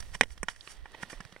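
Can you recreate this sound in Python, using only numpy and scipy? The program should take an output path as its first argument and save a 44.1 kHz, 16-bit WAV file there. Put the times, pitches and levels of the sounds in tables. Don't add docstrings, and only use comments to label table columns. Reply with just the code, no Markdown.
import sys
import numpy as np
from scipy import signal
from scipy.fft import rfft, irfft
from scipy.io import wavfile

SR = 44100
rng = np.random.default_rng(int(sys.argv[2]) if len(sys.argv) > 2 else 0)


def to_wav(s):
    ch = np.atleast_2d(s).T
    pcm = np.round(np.clip(ch, -1, 1) * 32767)
    wavfile.write(sys.argv[1], SR, pcm.astype(np.int16))


N = 61739
T = np.arange(N) / SR
FFT_SIZE = 2 ** 17
HZ = np.maximum(np.arange(FFT_SIZE // 2 + 1) * SR / FFT_SIZE, 1)


def amp(db):
    return 10 ** (np.asarray(db) / 20)


def unit(x):
    return x / np.sqrt(np.mean(x ** 2))


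def curve(points, hz=HZ):
    f, db = np.array(points, float).T
    return np.interp(np.log(hz), np.log(f), db)


def resonances(table, hz=HZ):
    powers = (amp(db) ** 2 / (1 + ((hz / f - f / hz) * f / width) ** 2) for f, width, db in table)
    return 10 * np.log10(sum(powers))


def colour(x, db):
    cepstrum = irfft(np.log(amp(db)))
    n = len(cepstrum)
    cepstrum[1:n // 2] *= 2
    cepstrum[n // 2 + 1:] = 0
    return irfft(rfft(x, n) * np.exp(rfft(cepstrum)))[..., :x.shape[-1]]


def grit(n, grain_db=3, grain_hz=874, split_hz=1470, spread_rad=1):
    shared, own = rng.standard_normal((2, n))
    sizes = np.interp(np.arange(n) * grain_hz / SR, np.arange(n), rng.standard_normal(n))
    highpass = signal.butter(2, split_hz, "high", fs=SR, output="sos")
    shared_treble, own_treble = signal.sosfilt(highpass, [shared, own])
    left = shared + (np.cos(spread_rad) - 1) * shared_treble + np.sin(spread_rad) * own_treble
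    return unit(np.array([left, shared]) * amp(grain_db * sizes))


# f/Hz, width/Hz, level/dB
SKATE_MODES = [(193, 170, 1), (443, 190, -1.5), (826, 170, -6.5), (1427, 71, 9), (1847, 157, 16),
               (2380, 89, 6), (3000, 390, 2), (5450, 690, -5), (8170, 600, -10)]
# f/Hz, half width/Hz, gain/dB
SKATE_GAPS = [(1294, 150, -5.5), (2672, 77, -27), (4420, 680, -13), (7160, 284, -11)]
# f/Hz, gain/dB
SKATE_ROLLOFF = [(9200, 1), (12000, -14)]
def skate(hz=HZ):
    gaps = sum(db * np.exp(-((hz - f) / width) ** 2) for f, width, db in SKATE_GAPS)
    return resonances(SKATE_MODES, hz) + gaps + curve(SKATE_ROLLOFF, hz)


# t/s, rumble level/dB, hiss level/dB
GLIDE = [(0, -55, -62.5), (.12, -57, -61), (.19, -62.5, -62), (.56, -64, -80), (.75, -55, -69),
         (.83, -59.5, -74.5), (1.0, -51, -65), (1.4, -58.5, -69)]
# f/Hz, level/dB
RUMBLE_COLOUR = [(540, 3), (1650, 0), (1860, 11), (2150, -1.5), (3300, 1), (5800, -11), (7000, -21.5)]
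# t/s, body level/dB, hiss level/dB
BLADE_TICKS = [(.004, -36, -35.5), (0.027, -39.5, -56), (0.305, -45, -59), (.378, -42.5, -60),
               (0.5627, -44, -53), (.769, -54, -56.5), (.919, -74, -54.5), (1.251, -44.5, -58),
               (1.324, -44.5, -62)]
# peak t/s, rise/s, fall/s, body level/dB, hiss level/dB
EDGE_SCRAPES = [(0.148, 0.0076, 0.0068, -36.5, -43.5), (0.323, 0.013, 0.011, -56.5, -51.5),
                (0.499, 0.0082, 0.018, -43.5, -45.5), (0.666, 0.12, 0.037, -60, -58),
                (0.714, 0.033, 0.021, -47.5, -48), (1.03, 0.008, 0.0062, -39.5, -43.5),
                (1.1, 0.0019, 0.026, -44, -49), (1.121, 0.014, 0.018, -54.5, -49)]
# f/Hz, width/Hz, level/dB
BODY_MODES = [(1410, 1030, -1), (3080, 1800, -4), (5260, 540, -3.5)]
# f/Hz, level/dB
HISS_COLOUR = [(2000, -48.5), (5500, 2), (9500, 4), (16000, -17.5)]
# f/Hz, width/Hz, level/dB
STEEL_MODES = [(4630, 20, 14), (5663, 146, 8), (9200, 60, -6)]
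def blades(tick_rise_s=.001, tick_fall_s=.0035, ring_share=.29):
    body_power, hiss_power = 0, 0
    ticks = [(at, tick_rise_s, tick_fall_s, *levels) for at, *levels in BLADE_TICKS]
    for at, rise, fall, body_db, hiss_db in EDGE_SCRAPES + ticks:
        swell = np.exp(-np.maximum((at - T) / rise, (T - at) / fall))
        body_power += (swell * amp(body_db)) ** 2
        hiss_power += (swell * amp(hiss_db)) ** 2
    times, rumble_db, glide_hiss_db = np.array(GLIDE).T
    hiss_power += amp(np.interp(T, times, glide_hiss_db)) ** 2
    ring_db = ring_share * skate()
    steel_db = 10 * np.log10(amp(curve(HISS_COLOUR) + ring_db) ** 2 + amp(resonances(STEEL_MODES)) ** 2)
    body = np.sqrt(body_power) * unit(colour(grit(N), resonances(BODY_MODES) + ring_db))
    hiss = np.sqrt(hiss_power) * unit(colour(grit(N, grain_db=1.5, grain_hz=597), steel_db))
    rumble = amp(np.interp(T, times, rumble_db)) * unit(colour(grit(N), curve(RUMBLE_COLOUR)))
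    return body + hiss + rumble


# t/s, level/dB
WIND_LEVEL = [(0, -38), (.55, -50.5), (1.4, -59)]
# f/Hz, level/dB
WIND_COLOUR = [(22, 2), (80, -10.5), (250, -32), (1000, -54)]
# t/s, level/dB, f/Hz
LOW_PULSES = [(0.317, -33, 48), (.412, -34, 39.8), (0.791, -37, 40), (.833, -35, 55.4),
              (1.178, -36.5, 28.4), (1.257, -39, 115)]
def wind_and_low_thump(pulse_cycles=.74, left_db=-11):
    flutter = unit(colour(rng.standard_normal((2, N)), curve(WIND_COLOUR)))
    out = flutter * amp(np.interp(T, *np.array(WIND_LEVEL).T))
    for at, db, hz in LOW_PULSES:
        cycles = (T - at) * hz
        swell = amp(db) * np.exp(-(cycles / pulse_cycles) ** 2)
        out += swell * np.sin(2 * np.pi * (cycles + rng.random((2, 1))))
    return out * amp([[left_db], [0]])


KNOCK_BANDS = [400, 1000, 1850, 3600, 7700]
# t/s, crunch decay/ms, pitch ratio of the ring, then level/dB in each band
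KNOCKS = [(.1500, 3.1, 1, -46.5, -42, -38, -42.5, -43),
          (0.2102, 1.84, 1.034, -25, -21.5, -14.5, -22.5, -28),
          (0.2337, 2.7, 1.006, -38.5, -42, -33, -36.5, -44.5),
          (.4306, 2.9, 1.016, -40, -37.5, -33, -50.5, -35.5),
          (0.4844, 2.78, 0.99, -45.5, -34, -28, -34.5, -42.5),
          (0.675, 1.9, 0.79, -54, -49, -48.5, -41.5, -95), (0.857, 3.2, 0.99, -58, -47, -46, -56.5, -67),
          (0.946, 3.9, 1.056, -50, -47.5, -46.5, -52, -64.5),
          (1.033, 0.78, 0.99, -51, -41.5, -34, -49, -57), (1.1301, 3.1, 1.3, -43.5, -49.5, -41.5, -72, -74),
          (1.2048, 2.95, 0.94, -62, -45, -43, -49, -52.5),
          (1.3634, 1.3, 1.07, -50, -53.5, -46, -62.5, -71.5)]
def knocks(blow_s=.00008, crunch_rise_s=.001, level_span_s=.01, size=4096):
    out = np.zeros((2, N + size))
    t = np.arange(size) / SR
    hz = np.maximum(np.arange(size // 2 + 1) * SR / size, 1)
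    nearest_band = np.argmin(abs(np.log(hz[:, None] / KNOCK_BANDS)), axis=1)
    for at, decay_ms, pitch, *levels in KNOCKS:
        crunch = grit(size) * np.exp(-t * 1000 / decay_ms) * (1 - np.exp(-t / crunch_rise_s))
        crunch_db = -3 + 4 * decay_ms
        crunch *= amp(crunch_db) / np.sqrt(np.sum(crunch[1] ** 2))
        blow = np.exp(-t / blow_s)
        blow /= np.sqrt(np.sum(blow ** 2))
        hit = colour(crunch + blow, skate(hz / pitch))
        for _ in range(2):
            power = np.bincount(nearest_band, abs(rfft(hit[1])) ** 2) * 2 / (size * level_span_s * SR)
            gains_db = levels - 10 * np.log10(power)
            hit = colour(hit, curve(list(zip(KNOCK_BANDS, gains_db)), hz))
        start = int(at * SR)
        out[:, start:start + size] += hit
    return out[:, :N]


# t/s, level/dB
BOOT_THUMPS = [(.151, -35), (0.375, -49.5), (0.432, -30), (1.0315, -32), (1.2034, -34.5), (1.325, -42.5)]
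def thumps(boot_hz=185, decay_s=.0057):
    out = 0
    for at, db in BOOT_THUMPS:
        t = np.maximum(T - at, 0)
        out += amp(db) * np.exp(-t / decay_s) * np.sin(2 * np.pi * boot_hz * t)
    return out


# f/Hz, gain/dB
RATTLE_TILT = [(350, -3), (1900, -14)]
def rattle(start_s=.212, end_s=.229, decay_s=.059, level_db=-31.5):
    fade = np.exp(-np.maximum(T - start_s, 0) / decay_s) * (T > start_s) * (T < end_s)
    ring_db = skate() + curve(RATTLE_TILT)
    ring_rms = np.sqrt(np.mean(amp(ring_db) ** 2))
    return amp(level_db) * colour(grit(N) * fade, ring_db) / ring_rms


# f/Hz, decay/s, relative level/dB, sweep/(Hz per ms)
CHIP_MODES = [(3260, 0.0012, 5, 160), (3960, 0.0032, -6, -1), (5000, 0.0021, -0.5, -170)]
def chip(at_s=.6085, attack_s=.00058, gain_db=-38.5, left_db=-14):
    t = np.maximum(T - at_s, 0)
    ring = sum(amp(db) * np.exp(-t / decay) * np.sin(2 * np.pi * t * (hz + sweep * t * 1000 / 2))
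               for hz, decay, db, sweep in CHIP_MODES)
    attack = 1 - np.exp(-(t / attack_s) ** 2)
    return 2 * amp([[gain_db + left_db], [gain_db]]) * ring * attack


# f/Hz, gain/dB against the right
LEFT_SHADE = [(200, -7), (900, -3.5), (1450, -11), (3200, -10.5), (4200, -5.5), (5800, -11.5), (9300, -0.5),
              (12000, -7.5)]
def scene(left_lead_s=.00003):
    left, right = knocks() + thumps() + rattle() + blades() + chip()
    left = irfft(rfft(left, FFT_SIZE) * np.exp(2j * np.pi * HZ * left_lead_s))[:N]
    return np.array([colour(left, curve(LEFT_SHADE)), right]) + wind_and_low_thump()


def record(dry, ceiling=.9, top_hz=15800):
    limited = np.clip(dry, -ceiling, ceiling)
    return signal.sosfilt(signal.ellip(8, .2, 70, top_hz, fs=SR, output="sos"), limited)


dry = scene()
out = record(dry)
to_wav(out)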